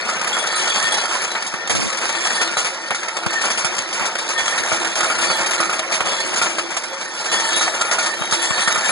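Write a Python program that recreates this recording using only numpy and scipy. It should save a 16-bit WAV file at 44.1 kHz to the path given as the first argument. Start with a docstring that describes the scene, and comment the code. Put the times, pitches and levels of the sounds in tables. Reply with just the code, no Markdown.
"""Rings in a steel bowl feeder

Metal rings shuffle round a vibrating steel bowl and drop down a chute, close to one moving microphone.
Dense noise contacts make the rattle; single hard hits are noise bursts with a knock and ring steel modes.
Loose rings and clean touches are fading sines, thuds sagging low sines, frame and hall shaped noise.
Bands alternate in step and opposed, as when one microphone feeds both channels, the right inverted and late."""
import sys
import numpy as np
from scipy import signal
from scipy.fft import rfft, irfft, next_fast_len
from scipy.io import wavfile
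from scipy.ndimage import uniform_filter1d, map_coordinates

SR = 44100
rng = np.random.default_rng(int(sys.argv[2]) if len(sys.argv) > 2 else 0)


def persist_wave(psi):
    """Save psi, clipped to +-1, as 16-bit WAV."""
    counts = np.round(np.clip(psi, -1, 1) * 32767).astype(np.int16)
    wavfile.write(sys.argv[1], SR, np.atleast_2d(counts).T)


N = 392928
SPLIT_HZ = 4490  # sheet steel speaks below, the rings above

# Batches of rings surge and thin out: (time [s], sheet level [dB], jingle level [dB])
FLOW = [(0.0, -23, -30.5), (0.84, -21, -23), (1.56, -29, -36.5), (1.67, -28.5, -46), (1.86, -25.5, -26),
        (2.31, -24.5, -27.5), (2.53, -24.5, -26.5), (2.75, -29.5, -34.5), (3.03, -28.5, -34),
        (3.52, -25.5, -32.5), (3.8, -26, -32.5), (4.29, -27, -29.5), (4.57, -22.5, -24.5),
        (4.96, -24, -28.5), (5.41, -20.5, -22.5), (5.83, -26, -30), (6.25, -24, -25.5), (6.83, -29.5, -35),
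        (7.12, -29.5, -31), (7.5, -23.5, -24), (7.77, -25.5, -30), (8.34, -25, -30.5), (8.54, -24, -26),
        (8.91, -22, -22)]
# The microphone drifts past the machine: (time [s], gain of base and frame [dB], gain of stirred rings [dB])
NEARNESS = [(0, -4, -7), (1.2, -2.5, 2.5), (2.8, 1.5, -26), (4.4, 1, -6), (5.3, 3, 0), (6.6, 4.5, -18),
            (7.6, 5.5, 6.5), (8.91, 0, 4.5)]
# Hard hits: (time [s], reference level [dB], jingle [dB re reference], burst t60 [s],
# drive to bowl and base [dB re reference], knock [dB re reference])
CLANKS = [(0.079, -37, 5, 0.099, 18, -12), (0.09, -11.5, -17, 0.11, -1, -13),
          (0.213, -7.5, -18.5, 0.043, -27, -15), (0.244, -4.5, -28, 0.016, -27, 1),
          (0.272, -9.5, -16, 0.069, -18, -4), (0.331, -12, -19, 0.098, -21, -14),
          (0.367, -4.5, -32, 0.088, -12, -1), (0.386, -18, -9, .05, -17, -12),
          (0.472, -14, -6.5, 0.03, -17, -2), (0.526, -8, -34, 0.021, -16, -1),
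          (0.555, -19, -25, 0.055, -16, -5), (0.562, -16.5, -10, 0.46, -20, -4),
          (0.673, -10, -22, 0.049, -5, -16), (0.779, -20, -6, 0.045, -20, -9),
          (0.824, -20, -1.5, 0.055, -15, -9), (0.942, -14, -7.5, 0.047, -18, 2),
          (0.978, -9.5, -16, 0.058, -14, -12), (1.055, -9, -16, 0.033, -5, -8),
          (1.111, -10, -18, 0.31, -6, -8), (1.149, -11, -15, .05, -9, -9), (1.218, -13, -13, 0.061, -10, 2),
          (1.237, -10, -18.5, 0.092, -2.5, -11), (1.316, -11.5, -16.5, 0.042, -31, -2),
          (1.35, -8.5, -31, 0.14, -12, -13), (1.423, -11, -12.5, 0.03, -18, -3),
          (1.463, -22, -4, 0.11, -22, -14), (1.538, -9, -22.5, 0.051, -35, -1),
          (1.674, -11, -13, 0.034, -16, -5), (1.696, -6, -13.5, 0.15, -13, -17),
          (1.751, -9.5, -11.5, 0.12, -12, 0), (1.802, -15.5, -10, 0.25, -20, -14),
          (1.971, -16, -11, 0.12, -25, -11), (2.014, -8.5, -21, 0.23, -19, -13),
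          (2.091, -8, -16.5, 0.065, -26, -16), (2.15, -6, -25, 0.087, -18, -14),
          (2.251, -10, -15, 0.075, -23, -9), (2.27, -10.5, -13.5, .05, -18, -14),
          (2.303, -7.5, -22, 0.1, -18, -12), (2.354, -12, -14.5, 0.14, -21, -4),
          (2.412, -6.5, -14, 0.12, -3.5, -10), (2.569, -9, -13, 0.22, -1, -8),
          (2.646, -9, -16, 0.17, -10, -14), (2.906, -2.5, -32, 0.07, -16, -1),
          (2.947, -20.5, -4, 0.078, 6, -4), (3.031, -6.5, -23, 0.029, -25, -14),
          (3.083, -7, -16.5, 0.026, -18, -20), (3.167, -6, -18, 0.044, -22, -11),
          (3.234, -16, -19, 0.028, -7, 1), (3.262, -4, -21, 0.041, -17, -4),
          (3.306, -15, -19, 0.051, -11, 5), (3.329, -9.5, -18, 0.099, -27, -4),
          (3.414, -8.5, -14, 0.081, -21, -9), (3.439, -6.5, -20, 0.23, -10, -4),
          (3.451, -14.5, -8.5, .06, -18, -12), (3.502, -8.5, -13.5, 0.12, -32, -14),
          (3.574, -10.5, -12.5, 0.18, -30, -16), (3.646, -12, -7, 0.081, 2, -11),
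          (3.748, -14.5, -14, 0.046, -13, -11), (3.766, -15, -12, 0.05, -16, -10),
          (3.782, -10.5, -9.5, 0.065, -27, 0), (3.928, -13.5, -12, 0.2, -27, -3),
          (3.996, -9.5, -23, 0.38, -7.5, -2), (4.055, -15.5, -6.5, 0.1, -6, -1),
          (4.153, -2.5, -25, 0.028, -28, -6), (4.186, -7, -16.5, 0.05, -36, -3),
          (4.288, -12, -13, 0.15, -26, -14), (4.378, -8.5, -17, 0.17, -23, -16),
          (4.457, -7.5, -16, 0.051, -29, -10), (4.479, -2, -21, 0.022, -24, -14),
          (4.578, -9, -13.5, 0.076, -14, -12), (4.685, -25, -3, 0.19, 4, -13),
          (4.718, -10, -15, 0.22, 0.5, -9), (4.799, -16, -10, 0.03, -22, -9),
          (4.846, -6, -18, 0.049, -21, -5), (4.955, -8.5, -14.5, 0.26, -24, -7),
          (5.006, -2.5, -15, 0.019, -9, -9), (5.031, -7, -17.5, 0.18, -6, -23),
          (5.101, -7.5, -33, 0.064, -5, 0), (5.187, -10, -13, 0.05, -30, -3),
          (5.209, -9, -13.5, 0.23, -34, -19), (5.301, -7, -18, 0.071, -1, -15),
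          (5.406, -12, -18, 0.061, -25, -3), (5.463, -9.5, -14.5, 0.056, -22, -10),
          (5.509, -7, -13.5, 0.038, -25, -11), (5.532, -10, -13.5, 0.049, -16, -12),
          (5.602, -6.5, -15, 0.09, -2, 5), (5.629, -19.5, -24, 0.055, 11, -7),
          (5.695, -9, -24, 0.074, -4, 1.5), (5.729, -8, -19, 0.1, -12, 0),
          (5.792, -7, -14.5, 0.04, -25, -2), (5.92, -7.5, -15, 0.08, -27, -6),
          (5.94, -9.5, -15, 0.14, -22, -3), (6.005, 0.5, -29, 0.036, -14, -3),
          (6.053, -10, -20.5, 0.44, -25, -7), (6.09, -16, -14.5, 0.069, -24, -9),
          (6.202, -14, -10.5, 0.063, -18, -3), (6.341, -17, -7, 0.044, -22, -9),
          (6.359, -9.5, -11.5, 0.16, -14, -14), (6.416, -8.5, -12.5, 0.2, 2, -6),
          (6.459, -2.5, -28, 0.054, -13, -22), (6.583, -4, -20, 0.086, -37, -11),
          (6.704, -13, -16.5, 0.12, -15, -13), (6.766, -8.5, -13.5, 0.075, -28, -4),
          (6.835, -14.5, -12, 0.06, -27, -6), (7.012, -11, -22, 0.091, -21, -9),
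          (7.2, -20, -8.5, 0.087, -29, -7), (7.255, -10.5, -15.5, 0.074, -43, -32),
          (7.316, -6, -17, 0.24, -23, -13), (7.398, -12, -11.5, 0.083, -19, -3),
          (7.52, -9, -18, 0.085, -21, -11), (7.562, -17.5, -5.5, 0.14, -6, -7),
          (7.611, -10, -11, 0.16, -0.5, -16), (7.678, -3, -31, 0.036, -23, -9),
          (7.74, -9, -17, 0.092, -17, -9), (7.811, -6.5, -12.5, 0.062, -4.5, -16),
          (7.852, -18.5, -11, 0.048, 5, -8), (7.884, -13.5, -27, 0.032, -2, -11),
          (7.912, -4, -18.5, 0.16, -13.5, -21), (7.985, -10, -11.5, 0.12, -3, -9),
          (8.028, -12, -12.5, 0.14, -20, -9), (8.061, -9.5, -13, 0.082, -19, -14),
          (8.22, -3.5, -30, 0.026, -14, -3), (8.31, -20, -2, 0.05, -23, -5),
          (8.323, -8.5, -11, 0.15, -4, 3), (8.427, -13.5, -11.5, 0.15, -24, -10),
          (8.506, -1.5, -26, 0.025, -18, -13), (8.579, -6.5, -25, 0.085, -27, -9),
          (8.597, -9, -23.5, 0.13, -20, -13), (8.676, -5, -15, 0.057, -5, -7),
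          (8.714, -13, -16, 0.061, -21, -14), (8.758, -4.5, -29, 0.038, -6, -7),
          (8.893, -8, -20, 0.093, -1, -14)]


def amp(db):
    """Decibels to amplitude."""
    return 10 ** (np.asarray(db) / 20)


def unit(x):
    """Scale to an rms of 1."""
    return x / np.sqrt(np.mean(x ** 2) + 1e-20)


def along(points, hz):
    """Read (frequency [Hz], value) points on a log frequency axis."""
    f, v = np.transpose(points)
    return np.interp(np.log(hz + 1), np.log(f + 1), v)


def curves(rows):
    """One value per sample for each column after the time."""
    s, *columns = np.transpose(rows)
    return [np.interp(np.arange(N) / SR, s, column) for column in columns]


def swing(db, scale):
    """A level curve with its swings about the mean scaled."""
    return db.mean() + scale * (db - db.mean())


def plateau(s, length, edge):
    """0 to 1 and back: rise, hold, fall."""
    corners = [s - edge, s, s + length, s + length + edge]
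    return np.interp(np.arange(N) / SR, corners, [0, 1, 1, 0])


def wobble(rate):
    """A smooth random curve, rate knots a second."""
    coarse = np.arange(0, N + 64, 64)
    knots = rng.standard_normal(int(N * rate / SR) + 4)
    return np.interp(np.arange(N), coarse, map_coordinates(knots, [coarse * rate / SR]))


def filtered(x, response):
    """x times a response given as a function of frequency."""
    m = next_fast_len(N + SR // 2)
    return irfft(rfft(x, m) * response(np.fft.rfftfreq(m, 1 / SR)), m)[..., :N]


def blows(rate, spread_db):
    """Random impacts, rate a second, many weak and few strong."""
    hits = rng.random(N) < rate / SR
    return hits * amp(spread_db * np.minimum(rng.exponential(size=N), 3.5))


def contacts(rate, spread_db, t60):
    """Envelope of small impacts, each with a sudden start and a quick fade."""
    power = signal.lfilter([1], [1, -amp(-120 / (t60 * SR))], blows(rate, spread_db) ** 2)
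    return unit(np.sqrt(power + 1e-12))


def bands(patchy_db):
    """Contact noise split into body and jingle, each of rms 1; its colour shifts in patches."""
    # Spectrum of a contact: (frequency [Hz], density [dB per Hz])
    colour = [(20, -78), (100, -14), (200, -5.5), (300, -11), (450, -2), (800, 1.5), (1500, 1), (2400, 1.5),
              (2900, -2.5), (4000, -13), (6000, -12), (8000, -17), (10000, -19.5), (11000, -30)]
    z = signal.stft(rng.standard_normal((2, N)), nperseg=256)[2]
    field = uniform_filter1d(rng.standard_normal(z.shape), size=4, axis=1)
    field = uniform_filter1d(field, size=6, axis=2)
    noise = signal.istft(z * amp(patchy_db * unit(field)), nperseg=256)[1][:, :N]

    def split(hz):
        low = 1 / np.sqrt(1 + (hz / SPLIT_HZ) ** 6)
        return amp(along(colour, hz)) * np.array([low, np.sqrt(1 - low ** 2)])

    return [unit(band) for band in filtered(noise, split)]


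def rattle():
    """Rings hop and collide; bowl and rings share the timing of their contacts."""
    body_db, jingle_db = curves(FLOW)
    body, jingle = bands(patchy_db=2.5)
    shared = contacts(rate=200, spread_db=2.8, t60=0.06)
    ticks = contacts(rate=130, spread_db=5, t60=0.01)
    sheet = amp(body_db) * (0.5 + 0.24 * shared + 0.11 * ticks) * body
    rings = amp(jingle_db) * (0.025 + 0.63 * shared + 0.21 * ticks) * jingle
    return sheet + rings


def chimes():
    """Loose rings touch and sing briefly, each a fading sine at a pitch of its own."""
    rate, gain_db = 200, -9.5  # chimes a second; dB relative to the flow, before the random strength
    middle_hz, reach_octaves, mean_t60 = 3190, 2.2, 0.12
    luck = rng.random((int(rate * N / SR), 4))  # columns: time, pitch, strength, fade
    t = np.arange(SR // 20) / SR
    at = (luck[:, 0] * N).astype(int)
    hz = np.minimum(middle_hz * 2 ** (reach_octaves * (2 * luck[:, 1:2] - 1)), SR / 3)
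    body_db, jingle_db = curves(FLOW)
    flow_db = np.where(hz[:, 0] < SPLIT_HZ, body_db[at], jingle_db[at])
    strength_db = -3.9 * np.log(luck[:, 2] + 0.06)  # few strong
    peak = amp(flow_db + gain_db + strength_db)[:, None]
    fade = amp(-60 * t / (mean_t60 * (.5 + luck[:, 3:]))) * (1 - t / t[-1])
    tones = peak * fade * np.sin(2 * np.pi * hz * t)
    return np.bincount((at[:, None] + np.arange(len(t))).ravel(), tones.ravel())[:N]


def ringing():
    """Small contacts and hard hits drive damped modes; each hit reaches each mode with its own strength."""
    # Modes of bowl, rings, track, rail and base: (frequency [Hz], gain [dB], t60 [s])
    bowl_modes = [(771, -7, .15), (908, -4, .15), (1259, 1, .15), (1324, -1, .15), (1390, 0, .25),
                  (1430, 1, .17), (2292, -7, .15), (2432, -5, .17)]
    ring_modes = [(1744, 6, .15), (3212, 4, .12), (3798, 0, .25), (6170, -3, .1), (7428, -1, .12),
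                  (8484, -4, .12), (9908, -2, .25), (10615, -8, .15)]
    track_modes = [(2993, -4, .1), (3380, -1, .15), (4008, -5, .1), (4315, -5, .1), (4508, -3, .1),
                   (5458, -6, .1), (5900, -5, .08), (7003, -8, .1), (7318, -8, .1), (7891, -8, .1),
                   (9153, -7, .12)]
    rail_modes = [(1765, -3, .15), (1818, 2, .2)]
    base_modes = [(336, -2, .3), (366, -4, .2), (545, -3, .2), (642, -3, .25), (905, -1, .2)]
    # Rings run along the track and make it sing: (time [s], length [s], track drive [dB], rail drive [dB])
    runs = [(0.513, 0.49, -37.5, -45), (2.154, 0.29, -37.5, -36), (3.32, 0.082, -42, -36.5),
            (4.366, 0.17, -41, -36.5), (5.24, 0.13, -37, -40), (6.042, 0.16, -40, -43),
            (7.292, 0.377, -37.5, -40), (8.013, 0.13, -47, -35.5), (8.397, 0.31, -38, -38.5)]
    # Drive by small contacts, relative to the flow: (bowl [dB], rings [dB], base [dB])
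    stir_db = (-23, -23.5, -23)
    # Share of a hard hit: (bowl [dB], rings [dB], track [dB], rail [dB], base [dB])
    strike_db = (-13.5, -15.5, -17, -30, -46)
    idle_db, run_edge_s = -50, 0.046  # steady drive of track and rail; rise and fall of a run

    body, jingle = (amp(swing(db, .99)) for db in curves(FLOW))
    near_base, near_rings = amp(curves(NEARNESS))
    bowl, rings, base = amp(stir_db)
    singing = sum(amp(db)[:, None] * plateau(s, length, run_edge_s) for s, length, *db in runs)
    track, rail = amp(idle_db) + singing
    stirs = (bowl * body, rings * jingle * near_rings, track, rail, base * body * near_base)

    s, hit_db, jingle_db, _, bowl_db, _ = np.transpose(CLANKS)
    at = np.minimum(np.round(s * SR).astype(int), N - 1)
    hard = (bowl_db, jingle_db, jingle_db, jingle_db, bowl_db)
    parts = (bowl_modes, ring_modes, track_modes, rail_modes, base_modes)
    out = np.zeros(N)
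    for modes, stir, hard_db, share_db in zip(parts, stirs, hard, strike_db):
        luck = rng.standard_normal((len(at), len(modes)))
        small = unit(blows(rate=700, spread_db=2)) * np.sqrt(400 / SR) * stir
        for k, (hz, db, t60) in enumerate(modes):
            push = small * rng.standard_normal(N) * amp(4 * wobble(14))
            push[at] += amp(hit_db + hard_db + share_db + 2.5 * luck[:, k])
            keep, turn = amp(-60 / (t60 * SR)), 2 * np.pi * hz / SR  # two-pole resonator
            poles = [1, -2 * keep * np.cos(turn), keep ** 2]
            out += amp(db) * signal.lfilter([np.sin(turn)], poles, push)
    # the ringing carries little bass
    return filtered(out, lambda hz: (hz / 260) ** 2 / np.sqrt(1 + (hz / 260) ** 4))


def rumble():
    """The frame shakes in lumps of low noise, harder under a full bowl, with one long shudder."""
    # Spectrum of the frame: (frequency [Hz], density [dB per Hz])
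    frame_colour = [(15, -22), (60, -12), (115, 0), (300, 0), (500, -10), (1000, -50)]
    frame = filtered(rng.standard_normal(N), lambda hz: amp(along(frame_colour, hz)))
    lumps = contacts(rate=25, spread_db=5, t60=.07)
    load_db = curves(FLOW)[0]
    shake_db = -50 + 2.4 * (load_db - load_db.mean()) + curves(NEARNESS)[0]
    shudder = amp(-27) * plateau(1.71, length=0.16, edge=0.024)
    return (amp(shake_db) * lumps + shudder) * unit(frame)


def shop():
    """Machine noise of the hall: shaped noise whose level wavers slightly."""
    # Spectrum of the workshop air: (frequency [Hz], density [dB per Hz])
    air_colour = [(30, -52), (120, -35), (250, -1.5), (500, 6.5), (1500, -24), (3000, -2.5), (6000, 10.5),
                  (11000, -110)]
    air = filtered(rng.standard_normal(N), lambda hz: amp(along(air_colour, hz)))
    level_db = -37.5 + 1.1 * wobble(2.75)
    return amp(level_db) * unit(air)


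def clanks():
    """Each hard hit dents the sheet with one sharp knock, while a burst of contacts dies away."""
    burst_db = -16  # sheet burst relative to the reference level
    hold, tail = 0.13, .25  # share of its t60 that a burst keeps its strength; share of its slow tail
    rise_s, knock_lag_s = .0007, .0015  # the full blow lands just after first touch
    low, high, knock = np.zeros((3, N + SR))  # low and high hold power
    t = np.arange(SR // 4) / SR
    for s, db, jingle_db, t60, _, knock_db in CLANKS:
        after = np.maximum(t - hold * t60, 0)
        fade = amp(-60 * after / t60) + tail * amp(-15 * after / t60)
        fade *= 1 - np.exp(-t / rise_s)
        low[round(s * SR):][:len(t)] += (amp(db + burst_db) * fade) ** 2
        high[round(s * SR):][:len(t)] += (amp(db + jingle_db) * fade) ** 2
        crack = np.diff(rng.standard_normal(len(t) + 1))
        dent = 0.51 * np.sin(2 * np.pi * 1250 * t) + 0.28 * crack
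        knock[round((s + knock_lag_s) * SR):][:len(t)] += amp(db + knock_db - 60 * t / 0.011) * dent
    body, jingle = bands(patchy_db=2.2)
    return np.sqrt(low[:N]) * body + np.sqrt(high[:N]) * jingle + knock[:N]


def pings():
    """A clean touch leaves one mode of a ring or the steel singing on its own."""
    # Clear single notes: (time [s], pitch [Hz], starting level [dB])
    notes = [(0.329, 3360, -17), (0.329, 7370, -23.5), (0.389, 9155, -24.5), (0.395, 3400, -20.5),
             (0.508, 3377, -23), (0.557, 9130, -19.5), (0.705, 3420, -18.5), (0.773, 3377, -25),
             (0.865, 3378, -23), (0.92, 3360, -17.5), (0.921, 9149, -22), (1.093, 7900, -28),
             (1.308, 3990, -24.5), (2.353, 9020, -22), (2.57, 4006, -22), (3.646, 5464, -24),
             (4.379, 3380, -18), (4.478, 3340, -23), (4.716, 644, -20.5), (6.206, 4300, -22.5),
             (7.372, 3377, -21.5), (7.562, 9860, -19.5), (7.81, 1387, -15), (7.913, 1440, -17),
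             (7.985, 1424, -18), (8.059, 9909, -26.5), (8.42, 9908, -23), (8.5, 7316, -24),
             (8.578, 3795, -26), (8.716, 3791, -23.5), (8.759, 1422, -20.5)]
    t60 = .22  # s
    out, t = np.zeros(N + SR), np.arange(SR // 4) / SR
    for s, hz, db in notes:
        out[round(s * SR):][:len(t)] += amp(db - 60 * t / t60) * np.sin(2 * np.pi * hz * t)
    return out[:N]


def thuds():
    """A soft knock: a few fast-fading swings that sag in pitch, over a one-way shove."""
    # Soft low knocks: (time [s], level [dB], starting pitch [Hz])
    knocks = [(0.374, -21, 300), (0.841, -17, 210), (1.539, -13, 260), (1.706, -16, 170), (1.751, -14, 250),
              (2.417, -20, 300), (2.571, -19, 200), (2.908, -21, 170), (3.2645, -7, 200), (3.648, -11, 200),
              (3.791, -21, 190), (4.011, -12, 300), (4.724, -13, 180), (5.032, -19, 190), (5.3, -14, 270),
              (5.404, -14, 270), (5.6, -14, 250), (6.01, -18, 170), (6.42, -20, 170), (7.562, -20, 230),
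              (8.211, -11, 240), (8.323, -9, 240), (8.507, -9, 200), (8.675, -6, 300), (8.777, -14, 250),
              (8.897, -16, 300)]
    push, push_s = .04, .004  # share of the shove; time to its top
    out, t = np.zeros(N + SR), np.arange(SR // 20) / SR
    for s, db, hz in knocks:
        fade_s = 6.5 / hz  # 6.5 cycles set both the t60 and the sag
        swings = np.sin(2 * np.pi * hz * t * np.exp(-t / fade_s))
        swings *= amp(-60 * t / fade_s) * (1 - np.exp(-t / .002))
        shove = push * t / push_s * np.exp(1 - t / push_s)
        out[round(s * SR):][:len(t)] -= amp(db) * (swings + shove)
    return out[:N]


def scene():
    """Steel and hall in both channels, the deep knocks and rumble opposed."""
    bass_hz, spill = 147, .4  # the steel fades out below; share of the knocks heard through the steel
    steel = rattle() + chimes() + pings() + clanks() + ringing() + shop()
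    knocks = thuds()
    low = knocks + rumble()
    steel = filtered(steel, lambda hz: 1 / np.sqrt(1 + (bass_hz / (hz + 1)) ** 8))
    steel += spill * knocks
    return np.array([steel + low, steel - low])  # too deep for the delay to matter


def record(dry):
    """Inversion and delay sort the bands in turn into in-step and opposed ones; their relative phase wanders."""
    # Added to the balance of the bands: (frequency [Hz], opposed over in-step [dB])
    lean = [(30, -32), (90, -12.5), (200, -22.5), (340, -14), (1000, -13.5), (1350, -24), (1720, 8),
            (2400, -5.5), (3000, -1)]
    late_s, top_hz, ceiling = 16 / 44100, 11020, .93
    common = dry.mean(axis=0)
    hz, _, z = signal.stft(common, SR, nperseg=1024)
    turn = np.pi * (hz[:, None] + 1) * late_s
    comb_db = 1.54 * 20 * np.log10(abs(1 / np.tan(turn)))
    opposed_db = np.clip(comb_db + along(lean, hz)[:, None], -34, 42)
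    share = 1 / (1 + amp(opposed_db) ** 2)  # in-step part of the power
    drift = uniform_filter1d(rng.standard_normal(z.shape), size=40, axis=0)
    drift = 1.13 * unit(uniform_filter1d(drift, size=5))
    # the weaker part wanders most
    mid = z * np.sqrt(share) * np.sign(np.sin(turn)) * np.exp(1j * drift * (1 - share))
    side = -1j * z * np.sqrt(1 - share) * np.sign(np.cos(turn)) * np.exp(-1j * drift * share)
    pair = signal.istft(np.array([mid + side, mid - side]), SR, nperseg=1024)[1][:, :N]
    pair += dry - common
    pair = pair / (1 + abs(pair / ceiling) ** 6) ** (1 / 6)  # soft overload
    return filtered(pair, lambda hz: hz < top_hz)


dry = scene()
out = record(dry)
persist_wave(out)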